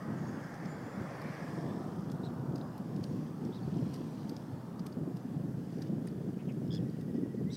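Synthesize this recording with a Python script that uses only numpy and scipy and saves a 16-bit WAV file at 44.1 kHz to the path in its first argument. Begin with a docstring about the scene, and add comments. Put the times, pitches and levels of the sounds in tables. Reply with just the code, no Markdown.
"""A light breeze buffets the microphone on a calm lagoon shore, over the roar of a far engine that dulls
and fades as the air swallows its treble. Wavelets hiss and fizz up the sand, and small bubbles pop at
the water's edge, each a tearing film over a ringing cavity. Shore birds give thin high whistles,
buzzy pulsed chirps and, near the end, two hoarse falling calls and a quick run of piping notes."""
import sys
import numpy as np
from scipy import signal
from scipy.fft import rfft, irfft, next_fast_len
from scipy.io import wavfile
from scipy.ndimage import uniform_filter1d

SR = 44100
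rng = np.random.default_rng(int(sys.argv[2]) if len(sys.argv) > 2 else 0)


def log_audio(samples):
    """Write samples as a 16-bit WAV file to the path given in sys.argv[1]."""
    # one column per channel
    frames = np.atleast_2d(samples).T
    # limit to full scale, then quantise
    limited = np.clip(frames, -1, 1)
    pcm = np.round(limited * 32767).astype(np.int16)
    wavfile.write(sys.argv[1], SR, pcm)


N = 333396
T = np.arange(N) / SR


def undb(db):
    """Decibels to gain."""
    return 10 ** (np.asarray(db) / 20)


def unit(x):
    """Scale to rms 1."""
    return x / np.sqrt(np.mean(x ** 2))


def curve(rows, column=1):
    """One column of a timed table at every sample."""
    rows = np.asarray(rows)
    return np.interp(T, rows[:, 0], rows[:, column])


def colour(x, points):
    """EQ a sound through (Hz, dB) points; rms 1."""
    hz, db = np.transpose(points)
    bins = np.maximum(np.fft.rfftfreq(len(x), 1 / SR), 1)
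    gain = undb(np.interp(np.log(bins), np.log(hz), db))
    return unit(irfft(rfft(x) * gain, len(x)))


def noise(points):
    """Coloured noise, rms 1."""
    return colour(rng.standard_normal(next_fast_len(N)), points)[:N]


def walk(rate):
    """Random levels held 1 / rate s and slewed; spread 1."""
    hold = max(int(SR / rate), 1)
    steps = np.repeat(rng.standard_normal(N // hold + 1), hold)
    return unit(uniform_filter1d(steps, hold)[:N])


def jitter(length, size):
    """Quick unsteadiness, smoothed over size samples; spread 1."""
    return unit(uniform_filter1d(rng.standard_normal(length), size))


def waver(shape, bands, frames):
    """Random levels shared by neighbouring bands and moments; spread 1."""
    field = uniform_filter1d(rng.standard_normal(shape), bands, axis=0)
    return unit(uniform_filter1d(field, frames, axis=1))


def even(x, seconds):
    """Take the slow swells out of a noise and keep its fast flutter."""
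    return x / np.sqrt(uniform_filter1d(x ** 2, int(seconds * SR)) + 1e-9)


def drift_db(hz, times, tables, width_octaves):
    """Gain of sweeping bell filters, by frequency and time."""
    db = 0
    for rows in tables:
        centre, gain = (np.interp(times, T, curve(rows, column)) for column in (1, 2))
        db = db + gain * np.exp(-(np.log2((hz[:, None] + 1) / centre) / width_octaves) ** 2)
    return db


def add(out, start, sound):
    """Mix a short sound in at start seconds."""
    first = int(start * SR)
    part = sound[:max(N - first, 0)]
    out[first:first + len(part)] += part


def note(length, pitches_hz, hoarse):
    """One whistled note gliding through a start, middle and end pitch."""
    progress = np.linspace(0, 1, int(length * SR))
    glide = np.polyval(np.polyfit([0, .5, 1], pitches_hz, 2), progress)
    pitch = glide * (1 + hoarse * jitter(SR, size=60)[:len(progress)])
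    return np.sqrt(np.abs(np.sin(np.pi * progress))) * np.sin(2 * np.pi * np.cumsum(pitch) / SR)


# The rise and fall of the breeze. Each row: time in seconds, relative level in dB.
GUSTS = [(0, -46), (.11, -37.5), (.22, -40.5), (.39, -42), (.45, -44), (.58, -46.5), (.65, -39.5),
         (.72, -43.5), (.78, -46.5), (.86, -41.5), (.91, -51.5), (1.0, -36.5), (1.13, -48), (1.27, -44),
         (1.37, -50.5), (1.45, -43), (1.62, -39.5), (1.85, -42), (1.92, -44), (2.1, -39), (2.34, -40.5),
         (2.52, -37.5), (2.66, -43.5), (2.75, -45.5), (2.98, -39), (3.06, -40.5), (3.15, -38), (3.35, -42),
         (3.45, -37.5), (3.55, -43.5), (3.74, -36), (3.86, -38.5), (3.98, -40), (4.15, -42), (4.29, -41),
         (4.43, -45), (4.53, -42), (4.62, -46), (4.86, -43.5), (4.93, -45.5), (5.0, -36), (5.22, -45),
         (5.39, -38.5), (5.6, -40), (5.71, -43.5), (5.78, -39.5), (5.92, -37.5), (6.12, -39.5),
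         (6.33, -38.5), (6.4, -44.5), (6.48, -37), (6.56, -40), (6.66, -35.5), (6.76, -38), (6.84, -35),
         (6.92, -41.5), (7.05, -38), (7.2, -37.5), (7.32, -42), (7.44, -37), (7.56, -41.5)]
# The roughness of the air. Each row: time in seconds, small-eddy trim on the gust level in dB.
TURBULENCE = [(0, -13), (.9, -17), (1.65, -8.5), (2.05, -12), (2.4, -12.5), (3.1, -12.5), (3.8, -13.5),
              (4.3, -16), (4.45, -22), (4.8, -13.5), (5.05, -9.5), (5.4, -14.5), (5.95, -11), (6.1, -13),
              (6.22, -8), (6.4, -11.5), (6.8, -14), (7.25, -9), (7.56, -15)]
# The tone of the large eddies, then the small. Each row: frequency in Hz, relative level in dB.
BUFFET_COLOUR = [(20, -29), (38, -20), (60, -17.5), (80, -13.5), (100, -9), (125, -2), (155, 0.5),
                 (200, -3.5), (255, -4.5), (330, -14), (450, -22), (900, -64)]
EDDY_COLOUR = [(120, -33), (230, -11), (310, 2), (400, -5.5), (500, -11), (650, -20), (1000, -30.5),
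               (2000, -65)]


def wind(buffet_db=0.58, eddy_db=2.5, flutter_db=2.5, ride=1.05, cut_hz=90):
    """Large eddies buffet the microphone port; small ones ride on them and grow with the breeze."""
    gust_db = curve(GUSTS) + walk(rate=25)
    large = even(noise(BUFFET_COLOUR), seconds=.05)
    push = np.sqrt(uniform_filter1d(large ** 2, size=400) + 1e-9)
    small = noise(EDDY_COLOUR) * push ** ride
    flutter = undb(flutter_db * np.tanh(walk(rate=90)))
    small = even(small * flutter, seconds=.08)
    strength = np.hypot(undb(gust_db + curve(TURBULENCE)), flurries())
    pressure = thuds(large * undb(gust_db + buffet_db)) + small * strength * undb(eddy_db) + flicks()
    # the microphone is deaf to the deepest bass
    return signal.sosfilt(signal.butter(3, cut_hz, "highpass", fs=SR, output="sos"), pressure)


# The engine fading away. Each row: time in seconds, level before filtering in dB, treble cutoff in Hz.
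ENGINE_FADE = [(0, -48, 1950), (.7, -48.5, 2100), (1, -46.5, 2230), (1.35, -46, 2500), (1.6, -47.5, 2000),
               (1.88, -49.5, 1600), (2.02, -52, 1460), (2.65, -50, 1410), (3.1, -55, 1320),
               (3.8, -52.5, 1230), (4.2, -52.5, 1230), (4.6, -54, 1310), (5.1, -53.5, 1200),
               (5.6, -57, 950), (6.1, -57.5, 800), (6.35, -55.5, 800), (7.56, -67, 750)]
# The body of the roar. Each row: frequency in Hz, relative level in dB.
ENGINE_COLOUR = [(80, -16.5), (200, 0.5), (400, -2.5), (490, 3), (590, -0.5), (700, 0), (850, -2),
                 (1050, -3), (1450, -5), (1850, -7), (2300, -10), (5000, -26)]
# A resonance and a hollow sweeping the roar. Each row: time in seconds, centre in Hz, gain in dB.
ROAR_PEAK = [(0, 620, 0.5), (1.4, 657, 0.5), (1.82, 716, 8.5), (2.05, 700, 0.5), (4.0, 800, 2.5),
             (4.55, 875, 6), (4.75, 1120, 3), (5.0, 1200, -2)]
ROAR_HOLLOW = [(1.3, 1380, -3), (1.65, 1430, -13), (2.0, 1600, -3), (2.3, 1750, -6), (2.7, 1450, 3),
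               (2.95, 1330, -15), (3.2, 1280, 0), (4.7, 1040, -3.5), (5.1, 1000, -7), (5.8, 950, 0)]


def engine(steepness=16, waver_db=1.64, edge_db=-0.5):
    """A far roar: moving air makes each band waver, and distance closes off the treble."""
    hz, times, bands = signal.stft(noise(ENGINE_COLOUR), SR, nperseg=1024)
    over_cutoff = (hz[:, None] + 1) / np.interp(times, T, curve(ENGINE_FADE, column=2))
    lowpass = 1 / np.sqrt(1 + over_cutoff ** steepness)
    db = waver_db * waver(bands.shape, bands=3, frames=18)
    db += edge_db * np.exp(-(np.log2(over_cutoff) / 0.13) ** 2)
    db += drift_db(hz, times, (ROAR_PEAK, ROAR_HOLLOW), width_octaves=0.15)
    return signal.istft(bands * lowpass * undb(db), SR)[1][:N] * undb(curve(ENGINE_FADE))


# Open air with microphone hiss, then the far shore. Each row: frequency in Hz, relative level in dB.
AIR_COLOUR = [(30, -10.5), (300, 9.5), (800, -6), (1200, -7.5), (1700, -8.5), (2300, -18.5), (3500, -20),
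              (5000, -29), (7000, -23), (11000, -24), (15500, -25.5)]
FAR_RUSH_COLOUR = [(300, -21), (800, 5.5), (1750, 0), (2300, -18), (4000, -50)]
# The fade of the far shore's rush. Each row: time in seconds, level in dB.
FAR_RUSH = [(0, -64.5), (6.1, -67), (7.1, -71.5), (7.56, -77)]


def air(air_db=-57.5, whine_db=-85, whine_hz=15000):
    """A bed of even hiss, a fading rush from the far shore and a very faint electronic whine."""
    hiss = undb(air_db) * noise(AIR_COLOUR)
    rush = undb(curve(FAR_RUSH)) * noise(FAR_RUSH_COLOUR)
    return hiss + rush + undb(whine_db) * np.sin(2 * np.pi * whine_hz * T)


# Wavelets running up the sand. Each row: crest in seconds, relative level in dB, swell in seconds.
WAVELETS = [(.35, -67.5, 0.4), (1.42, -64.5, 0.45), (3.1, -70, 0.16), (3.97, -67, 0.39), (5.78, -70, 0.13),
            (6.82, -75, 0.14), (7.16, -73, 0.023)]


def wash(calm_db=-70, fade_db_per_s=0.5, drain_ratio=0.95):
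    """The envelope of water on sand: each wavelet swells and drains over a slowly fading calm."""
    power = undb(calm_db - fade_db_per_s * T) ** 2
    for crest, db, swell in WAVELETS:
        width = np.where(T < crest, swell, swell * drain_ratio)
        power += undb(db) ** 2 * np.exp(-((T - crest) / width) ** 2)
    return np.sqrt(power)


# The colour of the wash hiss, with peaks near 1.7, 4.8, 8.7 and 12 kHz. Each row: frequency in Hz, relative
# level in dB.
WASH_COLOUR = [(700, -28), (1700, 4.5), (2700, 0.5), (3400, 0.5), (3900, -2.5), (4800, 3), (5500, 1),
               (6300, -2.5), (7500, -7.5), (8700, -5.5), (10000, -12.5), (12000, -11), (15500, -33)]
# A bright spot and a hollow that move as the water runs up and drains; each can boost or cut.
# Each row: time in seconds, centre in Hz, gain in dB.
WASH_PEAK = [(0, 4900, -1.5), (.9, 4870, 2.5), (1.3, 5150, 2), (1.8, 5500, 0.5), (2.6, 5200, -2.5),
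             (3.7, 4300, 2), (4.2, 4200, 2.5), (5.3, 4200, -0.5), (6.4, 3900, 0)]
WASH_HOLLOW = [(0, 3900, -5), (.8, 3900, -1.5), (1.3, 4150, 0.5), (1.8, 4530, -3.5), (2.6, 4900, 3),
               (3.6, 7200, -2), (4.3, 7200, -2), (5.3, 5230, -1), (6.4, 5200, 1)]


def ripples(trim_db=0.12, fizz_db=-7, bubbles_per_s=420, spread_db=3.5, shimmer_db=2.0):
    """Wavelets hiss up the sand in a shifting colour, with a fizz of tiny ringing bubbles."""
    fizz, t = np.zeros(N), np.arange(256) / SR
    for when, pitch, strength in rng.random((int(bubbles_per_s * N / SR), 3)):
        hz = 2800 * 4.5 ** pitch
        bubble = np.sin(2 * np.pi * hz * t) * np.exp(-t * hz / 2)
        add(fizz, when * N / SR, undb(spread_db * min(-np.log(strength), 3)) * bubble)
    water = noise(WASH_COLOUR) + undb(fizz_db) * colour(fizz, WASH_COLOUR)
    hz, times, bands = signal.stft(water, SR, nperseg=1024)
    db = shimmer_db * waver(bands.shape, bands=7, frames=9)
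    db += drift_db(hz, times, (WASH_PEAK, WASH_HOLLOW), width_octaves=.14)
    return signal.istft(bands * undb(db), SR)[1][:N] * wash() * undb(trim_db)


# Thin, high whistles. Each row: start in seconds, length in seconds, pitch in Hz, level in dB.
WHISTLES = [(0.115, .25, 7105, -77), (.38, .16, 7095, -77), (.17, .22, 6500, -68.5), (.37, .18, 6515, -74),
            (.665, 0.1, 7100, -66), (.76, .23, 7085, -74), (.99, .09, 7070, -75.5), (1.44, .15, 7610, -76)]


def whistles(flicker_db=3.0):
    """Far birds hold a steady pitch; the level flickers on its way over the water."""
    out = np.zeros(N)
    for start, length, hz, db in WHISTLES:
        add(out, start, undb(db) * note(length, (hz, hz, hz), hoarse=0.0077))
    return out * undb(flicker_db * walk(rate=37))


# Soft wind thuds on the microphone. Each row: peak in seconds, level in dB, centre in Hz.
THUDS = [(.124, -33, 203), (.215, -32, 180), (.378, -35.5, 267), (0.663, -33, 157), (.872, -38.5, 197.6),
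         (1.0, -36.5, 241), (1.055, -43, 202.6), (1.257, -35, 187), (1.305, -35, 171), (1.425, -36.5, 174),
         (1.716, -34, 182.3), (1.772, -33.5, 190.5), (1.811, -36.5, 234), (1.994, -30.5, 189),
         (2.075, -34.5, 163), (2.154, -34, 159.7), (2.275, -33, 162.8), (2.402, -33, 141.5),
         (2.496, -31, 157), (2.553, -34, 281), (2.804, -33, 195.5), (2.956, -31.5, 177.4),
         (3.016, -32, 180), (3.115, -31.5, 248), (3.493, -34.5, 286.4), (3.654, -34, 162),
         (3.729, -30.5, 163.6), (3.773, -30.5, 159.4), (3.829, -27.5, 160), (3.87, -30, 192),
         (4.008, -34.5, 253), (4.255, -33, 206), (4.324, -40, 248.4), (4.533, -34.5, 145),
         (4.81, -33, 167.5), (4.973, -33.5, 212.4), (5.015, -33, 158), (5.148, -32.5, 160),
         (5.254, -32.5, 241), (5.367, -30.5, 155.3), (5.547, -33, 149.5), (5.759, -34, 238),
         (5.904, -30, 182), (5.936, -30, 216.5), (5.955, -35.5, 248), (5.984, -33, 195), (6.28, -32, 174),
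         (6.371, -32.5, 201), (6.477, -30.5, 154.3), (6.702, -31.5, 170.5), (6.807, -28.5, 167),
         (7.154, -27.5, 204.6), (7.182, -29, 253), (7.235, -26.5, 265.4), (7.379, -31.5, 192.4),
         (7.427, -30, 201.7), (7.45, -29.5, 164), (7.471, -30, 189)]


def thuds(bed, cycles=1.37, duck=0.79):
    """A strong eddy sweeps the wind bed aside and swings the pressure for a few cycles."""
    out, cover, t = np.zeros(N), np.zeros(N), np.arange(-2048, 2048) / SR
    for peak, db, hz in THUDS:
        envelope = np.exp(-(t * hz / cycles) ** 2)
        pitch = hz * (1 + 0.18 * jitter(len(t), size=200))
        swing = np.sqrt(2) * np.sin(2 * np.pi * (np.cumsum(pitch) / SR + rng.random()))
        add(out, peak + t[0], undb(db) * envelope * swing)
        add(cover, peak + t[0], envelope)
    return bed * (1 - np.clip(duck * cover, 0, 1)) + out


def plink(age, hz, seconds, glide=0.0406):
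    """A bubble's ring swells and dies around age 0, rising in pitch."""
    pitch = hz * (1 + glide * np.tanh(age / seconds))
    return np.sin(2 * np.pi * np.cumsum(pitch) / SR) * np.exp(-np.abs(age) / seconds)


# Bubble pops at the water's edge. Each row: peak in seconds, relative level in dB, ring in Hz,
# swell in seconds, film crackle trim in dB, crackle cutoff in Hz.
POPS = [(.543, -52, 5500, .002, -3, 9000), (0.658, -49.5, 5060, .003, -0.5, 7000),
        (1.218, -53, 5060, .002, 3, 15000), (2.101, -51, 3400, 0.0024, -6, 8000),
        (2.119, -47, 5450, .0009, 5, 12000), (2.56, -41.5, 4940, .0016, -4.5, 9000),
        (2.582, -53, 4600, .003, -4, 9000), (2.614, -44.5, 3880, .0013, -18, 8000),
        (2.781, -51.5, 11500, .002, -2, 15000), (2.965, -51, 4600, .003, -5, 8000),
        (3.041, -42, 4550, .0021, -2, 9000), (3.0415, -43, 3150, 0.0014, -16, 8000),
        (3.452, -49.5, 5660, .0015, -0.5, 9000), (3.772, -51, 5760, .0015, -10, 9000),
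        (3.943, -45.5, 4900, 0.0049, -1, 9500), (3.961, -48, 4500, .0033, -5, 9000),
        (4.296, -41, 4500, 0.0021, -4, 15000), (4.367, -40, 5220, 0.00073, -1.5, 7500),
        (4.368, -45, 3600, .001, -8, 7000), (4.796, -44.5, 4700, 0.0016, -2.5, 8000),
        (4.867, -42.5, 8430, .0009, 5, 9500), (4.928, -48, 4510, 0.0034, -22, 8000),
        (5.17, -58, 4440, 0.004, 4, 12000), (5.822, -42, 4750, .004, -10, 13000),
        (5.823, -47, 1818, .004, -8, 3000), (5.875, -54, 4800, .002, -10, 8000),
        (6.075, -45.5, 9000, .0025, -5, 14000), (6.076, -47.5, 1860, 0.0033, -6, 3000),
        (6.086, -50, 4800, 0.0013, -8, 8000), (6.523, -55, 5200, .0018, -4, 9000),
        (6.68, -54, 5300, .003, -18.5, 8000), (6.75, -40.5, 4900, .0017, -3, 8040),
        (6.9, -54, 4650, .002, -10, 9000), (7.012, -56, 3680, .003, 0.5, 12000)]
# The crackle of a bursting film. Each row: frequency in Hz, relative level in dB.
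FILM_COLOUR = [(800, -22), (1800, 4), (3500, 5.5), (5200, 12.5), (7200, 0), (8800, 7.5), (10500, -1),
               (12500, 12), (15500, -28)]


def pops(ring_db=-6.5, ring_s=0.002, cluster_db=-9, cluster_s=0.00083, scatter_octaves=0.31,
         snap_db=-5.5, grit_db=4.0, tail_db=-24, tail_s=.018, lead_s=.02, cluster_count=12):
    """A film tears with a crackle, the cavity under it plinks, and lesser bubbles ring around it."""
    out, t = np.zeros(N), np.arange(4096) / SR - lead_s
    tail = undb(tail_db) * (t > 0) * np.exp(-np.abs(t) / tail_s)
    for peak, db, hz, swell, film_db, dull_hz in POPS:
        envelope = np.exp(-np.abs(t / swell) ** 0.61)
        cluster = 0
        for late, detune in rng.standard_normal((cluster_count, 2)):
            weight = np.exp(-(late ** 2 + detune ** 2) / 5)  # outliers are quieter
            cluster += weight * plink(t - late * swell, hz * 2 ** (scatter_octaves * detune), cluster_s)
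        cluster = undb(cluster_db) * unit(cluster) * np.sqrt(np.mean(envelope ** 2) / 2)
        ring = undb(ring_db) * plink(t, hz, min(swell, ring_s))
        dulled = [(f, level - 10 * np.log10(1 + (f / dull_hz) ** 6)) for f, level in FILM_COLOUR]
        grit = rng.standard_normal(len(t)) * undb(grit_db * jitter(len(t), size=30))
        crackle = undb(snap_db + film_db) * colour(grit, dulled) * (envelope + tail)
        add(out, peak - lead_s, undb(db) * (ring + cluster + crackle))
    return out


# Quick ruffles in the wind. Each row: peak in seconds, relative level in dB.
FLURRIES = [(.63, -42), (1.75, -45), (2.551, -39), (2.99, -44), (3.23, -48), (3.46, -48), (3.68, -47),
            (3.77, -41.5), (4.32, -42.5), (5.08, -45), (5.78, -45), (5.93, -45), (6.27, -51), (6.48, -48),
            (6.62, -49), (6.7, -51), (6.81, -49), (7.15, -44.5), (7.262, -38), (7.421, -39.5)]


def flurries(swell_s=0.012):
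    """The envelope of small eddies breaking into brief flurries."""
    return sum(undb(db) * np.exp(-np.minimum(((T - peak) / swell_s) ** 2, 20)) for peak, db in FLURRIES)


# Light wind taps. Each row: peak in seconds, relative level in dB, centre in Hz.
FLICKS = [(2.227, -45, 480), (3.824, -37.5, 480), (4.322, -37, 400), (5.354, -57, 480), (5.896, -41, 470),
          (6.373, -41, 440), (6.511, -45, 520), (6.618, -39, 480), (6.649, -42, 500), (6.834, -41, 460),
          (6.99, -39, 446), (7.233, -47, 453), (7.348, -34.5, 375), (7.419, -40, 460)]


def flicks(trim_db=3.0, cycles=0.95):
    """A tiny eddy flicks the rim of the microphone port with a swing or two of pressure."""
    out, t = np.zeros(N), np.arange(-1024, 1024) / SR
    for peak, db, hz in FLICKS:
        envelope = np.exp(-(t * hz / cycles) ** 2)
        swing = np.sin(2 * np.pi * (hz * t + rng.random()))
        add(out, peak + t[0], undb(db + trim_db) * envelope * swing)
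    return out


# Buzzy chirps. Each row: start in seconds, length in seconds, pitch atop the arch in Hz, relative level
# in dB, pulses per second, odd-partial trim in dB, trim of the top two partials in dB, arch and rasp as
# fractions of the pitch, swell from start to end in dB, pulse sharpness as an exponent, scrape in dB.
CHIRPS = [(2.232, .05, 1970, -53, 130, -19, -1, .035, 0.06, -2, 1.4, -13),
          (3.522, .076, 1940, -56.5, 98, -21, -9, 0.18, .09, -3, 1.4, -12),
          (6.703, 0.085, 1715, -48.5, 97.4, 1, -3, 0.04, 0.02, -2, 1.4, -7.5),
          (7.499, .078, 1980, -52.5, 100, -2, 4, .13, 0.02, 9, .5, -2)]
# The chirp's timbre. Each entry: relative level in dB, from the first partial to the fifth.
CHIRP_PARTIALS_DB = [-14, -1.5, -3.5, -14, -23]


def chirps(trim_db=1.5, sweep=0.044, droop=0.19, hoarse=0.039, strain_db=-5, uneven_db=0.5):
    """Arched bird calls chopped into pulses, bright and raspy mid-call where they are pushed hardest."""
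    out = np.zeros(N)
    scrape_colour = [(2500, -16), (3800, -5), (4900, 4), (6000, -9), (9000, -32)]
    for start, length, hz, db, rate, odd_db, top_db, arch, rasp, swell_db, sharp, scrape_db in CHIRPS:
        n = int(length * SR)
        t = np.arange(n) / SR
        position = 2 * t / length - 1  # -1 to 1 across the call
        effort = np.abs(1 - position ** 2)
        cycle = t * rate % 1
        fall = arch * (1 - effort) * (1 + droop * position)  # the pitch sinks further at the end
        roughness = rasp * effort ** 2 * jitter(SR, size=24)[:n]
        roughness += hoarse * (1 - effort / 2) * jitter(SR, size=90)[:n]
        pitch = hz * (1 - fall + sweep * (cycle - .5) + roughness)
        phase = 2 * np.pi * np.cumsum(pitch) / SR
        # the second partial carries the ends of the call and gives way as the odd ones break in
        second_drive = effort ** 0.28 * undb(strain_db * undb(odd_db) * (effort ** 2 - .5))
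        tone = 0
        for k, partial_db in enumerate(CHIRP_PARTIALS_DB, 1):
            gain = undb(partial_db + k % 2 * odd_db + (k > 3) * top_db)
            tone += gain * (second_drive if k == 2 else effort) * np.sin(k * phase)
        scrape = undb(scrape_db) * effort ** 3 * colour(rng.standard_normal(SR), scrape_colour)[:n]
        pulses = np.abs(np.sin(np.pi * cycle)) ** sharp * undb(uneven_db * jitter(SR, size=300)[:n])
        add(out, start, undb(db + trim_db + swell_db * position / 2) * (tone + scrape) * pulses)
    return out


# Two short, hoarse calls. Each row: start in seconds, level in dB.
FALLING_CALLS = [(6.388, -64.5), (6.483, -63)]


def falling_calls(length_s=.044, glide_hz=(2780, 2420, 2140), flicker_db=3.0):
    """A far bird's rough downward glides, flickering on their way over the water."""
    out = np.zeros(N)
    for start, db in FALLING_CALLS:
        add(out, start, undb(db) * note(length_s, glide_hz, hoarse=0.15))
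    return out * undb(flicker_db * walk(rate=37))


def piping(start_s=6.777, count=9, step_s=.0735, note_s=.046, first_db=-67.5, swell_db_per_s=5.5,
           first_hz=1870, climb_hz_per_s=64, arch_hz=45, droop_hz=65,
           slur_start_s=7.46, slur_db=-61, flicker_db=0.5):
    """A shore bird pipes an even run of drooping notes, climbing and swelling, then slurs upward."""
    out = np.zeros(N)
    for since in np.arange(count) * step_s:
        hz = first_hz + climb_hz_per_s * since
        pip = note(note_s, (hz, hz + arch_hz, hz - droop_hz), hoarse=0.014)
        add(out, start_s + since, undb(first_db + swell_db_per_s * since) * pip)
    slur = note(length=0.059, pitches_hz=(1910, 2060, 2180), hoarse=.012)
    add(out, slur_start_s, undb(slur_db) * slur)
    return out * undb(flicker_db * walk(rate=40))


def scene():
    """Breeze, engine, water and birds meet at one microphone."""
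    shore = wind() + engine() + ripples() + pops()
    birds = chirps() + whistles() + falling_calls() + piping()
    return (shore + birds + air())[None]


def record(dry, top_hz=15800):
    """A steep low-pass takes off the very top."""
    return signal.sosfilt(signal.ellip(10, .2, 70, top_hz, fs=SR, output="sos"), dry)


dry = scene()
out = record(dry)
log_audio(out)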